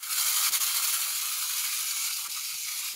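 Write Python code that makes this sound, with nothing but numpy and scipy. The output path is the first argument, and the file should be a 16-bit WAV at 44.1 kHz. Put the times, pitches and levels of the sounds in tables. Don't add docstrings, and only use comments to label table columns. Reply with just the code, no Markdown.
import sys
import numpy as np
from scipy import signal
from scipy.fft import rfft, irfft, next_fast_len
from scipy.io import wavfile
from scipy.ndimage import uniform_filter1d, map_coordinates

SR = 44100
rng = np.random.default_rng(int(sys.argv[2]) if len(sys.argv) > 2 else 0)


def generate_wav(sig):
    pcm = np.round(np.clip(np.atleast_2d(sig).T, -1, 1) * 32767).astype(np.int16)
    wavfile.write(sys.argv[1], SR, pcm)


N = 130095
T = np.arange(N) / SR


def amp(db):
    return 10 ** (np.asarray(db) / 20)


def unit(x):
    return x / np.sqrt(np.mean(x ** 2) + 1e-20)


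def filtered(x, response):
    padded = 2 * next_fast_len(N // 2 + 4096)
    hz = np.fft.rfftfreq(padded, 1 / SR)
    return irfft(rfft(x, padded) * response(hz), padded)[..., :N]


def coloured(x, points):
    point_hz, point_db = np.transpose(points)

    def response(hz):
        curve_db = np.interp(np.log(hz + 1), np.log(point_hz + 1), point_db)
        cepstrum = irfft(np.log(amp(curve_db)))
        k = np.arange(len(cepstrum))
        fold = ((k > 0) + 1) * (k < len(cepstrum) / 2)
        return np.exp(rfft(cepstrum * fold))
    return filtered(x, response)


def resonant(x, hz, width_hz):
    return filtered(x, lambda f: 1j * f * width_hz / (hz * hz - f * f + 1j * f * width_hz))


def wobble(rate):
    return map_coordinates(rng.standard_normal(400), [T * rate])


def bump(s, spread_s, rise=1):
    side_s = np.where(T < s, rise * spread_s, spread_s)
    return np.exp(-.5 * ((T - s) / side_s) ** 2)


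def patchy(x, depth_db, top_hz):
    hz, _, z = signal.stft(x, SR, nperseg=2048, noverlap=1536)
    field = uniform_filter1d(rng.standard_normal(z.shape), size=4, axis=0)
    field = unit(uniform_filter1d(field, size=4, axis=1))
    gain_db = depth_db * field / (1 + (hz[:, None] / top_hz) ** 6)
    return signal.istft(z * amp(gain_db), SR, nperseg=2048, noverlap=1536)[1][:N]


def impacts(rate, size_db):
    when, size, sign = rng.random(N), rng.standard_normal(N), rng.standard_normal(N)
    hits = (when < rate / SR) * amp(size_db * np.clip(size, -3, 2.5)) * np.sign(sign)
    return unit(hits)


# pitch_hz, width_hz, near_db (before the lift), lifted_db (after it).
TUBE_MODES = [(1265, 262, 3, 2), (2173, 256, 3.5, 1), (3180, 290, 2.5, -9.5), (4000, 250, -1, 4),
              (4360, 360, -0.5, 0.5), (4860, 470, -10, 5), (5750, 250, -10, 1), (6630, 370, 0, -0.5),
              (7200, 490, 1, 1), (9580, 130, -5, 2), (10450, 390, -2, -2), (11400, 220, -10, 3.5)]
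# start_s (middle of the swell), swell_db, lowest_mode_db (extra swell of the lowest mode).
JIGGLES = [(.045, 1, 4), (0.123, 4, -3), (0.183, 4.5, -6), (0.213, 4, -9), (0.278, 5, -6.5),
           (.31, 2.5, 2.5), (0.365, 3, 0), (.44, 2, -5), (.466, 1, 1), (0.545, 5, -33), (0.622, 3, -5),
           (0.689, 2, -2.5), (0.769, 3.5, 2), (0.845, 4, -2), (0.889, 3.5, -6), (0.943, 5, -8),
           (1.02, 2.5, -15), (1.098, 1.5, -4), (1.182, 1.5, -15), (1.272, 0.5, -5), (1.337, 1, 0),
           (1.427, 2.5, 4), (1.499, 2.5, -11), (1.583, 4.5, -17), (1.656, 3, 3), (1.736, 2, 3),
           (1.801, 2, 2), (1.91, 1.5, 4.5), (1.98, 0, 5.5), (2.055, 1.5, 1.5), (2.135, 1.5, -10.5),
           (2.105, -1.5, 17.5), (2.2, 1, 6), (2.26, 0, 11), (2.38, 1.5, 8), (2.454, 2, 0), (2.534, 0, 5),
           (2.62, -0.5, -11), (2.699, 1.5, 2), (2.783, 3, -13), (2.855, 1.5, 6)]
# pitch_hz, level_db (per Hz).
NEAR_COLOUR = [(240, -66.5), (400, -33), (700, -18.5), (1050, -10.5), (1270, -3), (1770, -10), (2270, -5.5),
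               (3280, -6.5), (3590, -7), (4260, -2), (5040, -5), (6750, -2.5), (7990, -6.5), (10400, -1),
               (15700, -4.5)]
# pitch_hz, level_db (per Hz).
LIFTED_COLOUR = [(240, -69), (400, -61), (739, -22.5), (1250, -9.5), (1830, -17.5), (2300, -1),
                 (3180, -3.5), (3380, -4), (4670, -3.5), (5280, -4.5), (6640, -1), (7870, -5),
                 (10700, -2.5), (15700, -6.5)]
# time_s, gain_db.
HOLLOW = [(0, -2), (.8, -1), (1.3, 1.5), (1.43, -7), (1.51, 4), (1.58, -1), (1.65, 2.5), (2.2, -2.5),
          (2.53, 2.5), (2.6, -5), (2.66, 2), (2.71, 5), (2.9, -1)]
# time_s, level_db.
FLOW = [(0.0, -48.5), (0.024, -43.5), (0.031, -32), (0.045, -34), (0.09, -32.5), (0.11, -29.5),
        (0.48, -23.5), (0.51, -26), (0.55, -26.5), (0.6, -26), (0.62, -26), (1.16, -28.5), (2.07, -29.5),
        (2.25, -33.5), (2.88, -32), (2.95, -35.5)]
LIFT_START_S, LIFT_END_S = 0.56, 2.43
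CLICKS_PER_S, CLICK_SIZE_DB, CLICK_DB = 12000, 3.5, -1
TICKS_PER_S, TICK_SIZE_DB = 500, 4
DETUNE = 0.014
DRIFT_DB, DRIFT_PER_S = 1.8, 25
CLUMP_DB, CLUMPS_PER_S = .8, 130
JIGGLE_S, RISE_SHARE = 0.015, 0.89
HOLLOW_HZ, HOLLOW_WIDTH_HZ = 1820, 520


def beads():
    lift = np.clip((T - LIFT_START_S) / (LIFT_END_S - LIFT_START_S), 0, 1)
    lowest_mode_db = sum(db * bump(s, 1.43 * JIGGLE_S) for s, _, db in JIGGLES)
    x = amp(CLICK_DB) * impacts(CLICKS_PER_S, CLICK_SIZE_DB)
    for k, (hz, width_hz, near_db, lifted_db) in enumerate(TUBE_MODES):
        for side in (-1, 1):
            gain_db = near_db + lift * (lifted_db - near_db) + DRIFT_DB * wobble(DRIFT_PER_S)
            if k == 0:
                gain_db = gain_db + lowest_mode_db
            ticks = amp(gain_db) * impacts(TICKS_PER_S, TICK_SIZE_DB) / np.sqrt(2)
            x = x + resonant(ticks, hz * (1 + side * DETUNE), width_hz)

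    x = (1 - lift) * unit(coloured(x, NEAR_COLOUR)) + lift * unit(coloured(x, LIFTED_COLOUR))
    hollow_gain = amp(np.interp(T, *np.transpose(HOLLOW)))
    x = x + (hollow_gain - 1) * resonant(x, HOLLOW_HZ, HOLLOW_WIDTH_HZ)

    jiggle_db = sum(db * bump(s, JIGGLE_S, rise=RISE_SHARE) for s, db, _ in JIGGLES)
    swell_db = CLUMP_DB * wobble(CLUMPS_PER_S) + jiggle_db
    flow_db = np.interp(T, *np.transpose(FLOW))
    return x * amp(flow_db + swell_db - 2.0)


# start_s, pitch_hz, level_db (start of the ring, uncoloured).
HARD_TICKS = [(.028, 1280, -39), (.117, 10780, -23), (.127, 4310, -25), (.178, 7400, -20),
              (.184, 7240, -17), (.212, 10470, -17), (.226, 7040, -22), (.279, 6500, -32),
              (.297, 10300, -21), (.363, 6840, -19), (0.371, 6800, -20), (.393, 4320, -28),
              (.449, 4130, -18), (.464, 10470, -21), (0.537, 6760, -24), (.549, 10700, -24),
              (.559, 3160, -18.5), (.625, 6770, -21), (.769, 3970, -22), (.77, 10610, -21),
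              (.848, 4420, -19), (.888, 6840, -24), (.937, 10400, -19), (0.943, 10470, -17),
              (1.182, 6750, -24), (1.257, 10460, -22.5), (1.324, 7050, -21), (1.587, 4640, -24),
              (1.669, 4400, -22), (1.886, 6830, -23), (1.91, 4500, -19), (2.134, 11510, -25),
              (2.261, 5000, -31), (2.335, 5400, -27), (2.684, 2200, -24), (2.692, 2300, -31),
              (2.887, 2400, -29.5), (2.908, 4970, -28)]
RING_T60_S, CRACK_T60_S, CRACK_DB = 0.013, 0.0022, -10


def hard_ticks():
    out, t = np.zeros(N + SR), T[:SR // 20]
    for s, hz, db in HARD_TICKS:
        crack = amp(CRACK_DB - 60 * t / CRACK_T60_S) * rng.standard_normal(len(t))
        ring = amp(-60 * t / RING_T60_S) * np.sin(2 * np.pi * hz * t)
        out[round(s * SR):][:len(t)] += amp(db) * (ring + crack)
    return coloured(out[:N], [(240, -66), (400, -30), (1100, -4.5), (16000, -0.5)])


ROOM_T60_S, ROOM_DB = 0.081, -5.5


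def room(x):
    step, t = SR // 8, T[:SR // 3]
    wet, fade = np.zeros(N + 2 * SR), np.hanning(2 * step)
    x = np.pad(x, (step, 2 * step))
    for at in range(0, N + step, step):
        tail = rng.standard_normal(len(t)) * amp(-60 * t / ROOM_T60_S)
        part = signal.fftconvolve(fade * x[at:at + 2 * step], tail / np.linalg.norm(tail))
        wet[at:at + len(part)] += part
    return wet[step:step + N]


# pitch_hz, level_db (per Hz).
FLOOR_COLOUR = [(15, -50), (25, -27), (53, -11), (81, 2), (249, -1.5), (339, -3.5), (600, -9.5), (780, -49),
                (1320, -120)]
# start_s (middle of the bump), level_db (peak of its bell curve).
THUDS = [(.4, -72), (.66, -72), (1.82, -74), (2.48, -77), (2.55, -62), (2.64, -69)]
FLOOR_DB = -79
THUD_HZ, THUD_S = 137, 0.014
FLOOR_PATCH_DB, SKIRT_PATCH_DB, SKIRT_HZ = 4.5, 4.5, 990


def background():
    noise = unit(coloured(rng.standard_normal(N), FLOOR_COLOUR))
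    noise = amp(FLOOR_DB) * patchy(noise, FLOOR_PATCH_DB, SKIRT_HZ)
    thud_level = sum(amp(db) * bump(s, THUD_S) for s, db in THUDS)
    return noise + thud_level * np.sin(2 * np.pi * THUD_HZ * T)


def scene():
    x = beads() + hard_ticks()
    x = x + amp(ROOM_DB) * room(x)
    x = patchy(x, SKIRT_PATCH_DB, SKIRT_HZ) + background()
    return np.array([x, x])


# centre_s, half_length_s, depth_db, hiss_db (level of the flat hiss that fills them).
DROPOUTS = [(0.51, 0.012, -9, -40.5), (0.593, 0.0094, -8.5, -47.5), (2.286, 0.0096, -10, -46),
            (2.945, 0.013, -3.5, -49.5)]
# pitch_hz, level_db (per Hz).
HISS_COLOUR = [(30, -7), (100, -7.5), (200, -2), (480, 0), (700, -1.5), (2000, 2.5), (15000, -4)]
TOP_HZ = 15720


def record(dry):
    dips = [np.exp(-((T - s) / half_s) ** 4) for s, half_s, *_ in DROPOUTS]
    gain = amp(sum(dip * row[2] for dip, row in zip(dips, DROPOUTS)))
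    hiss_level = sum(dip * amp(row[3]) for dip, row in zip(dips, DROPOUTS))
    hiss = hiss_level * unit(coloured(rng.standard_normal(N), HISS_COLOUR))
    return filtered(dry * gain + hiss, lambda hz: 1 / (1 + (hz / TOP_HZ) ** 900))


dry = scene()
out = record(dry)
generate_wav(out)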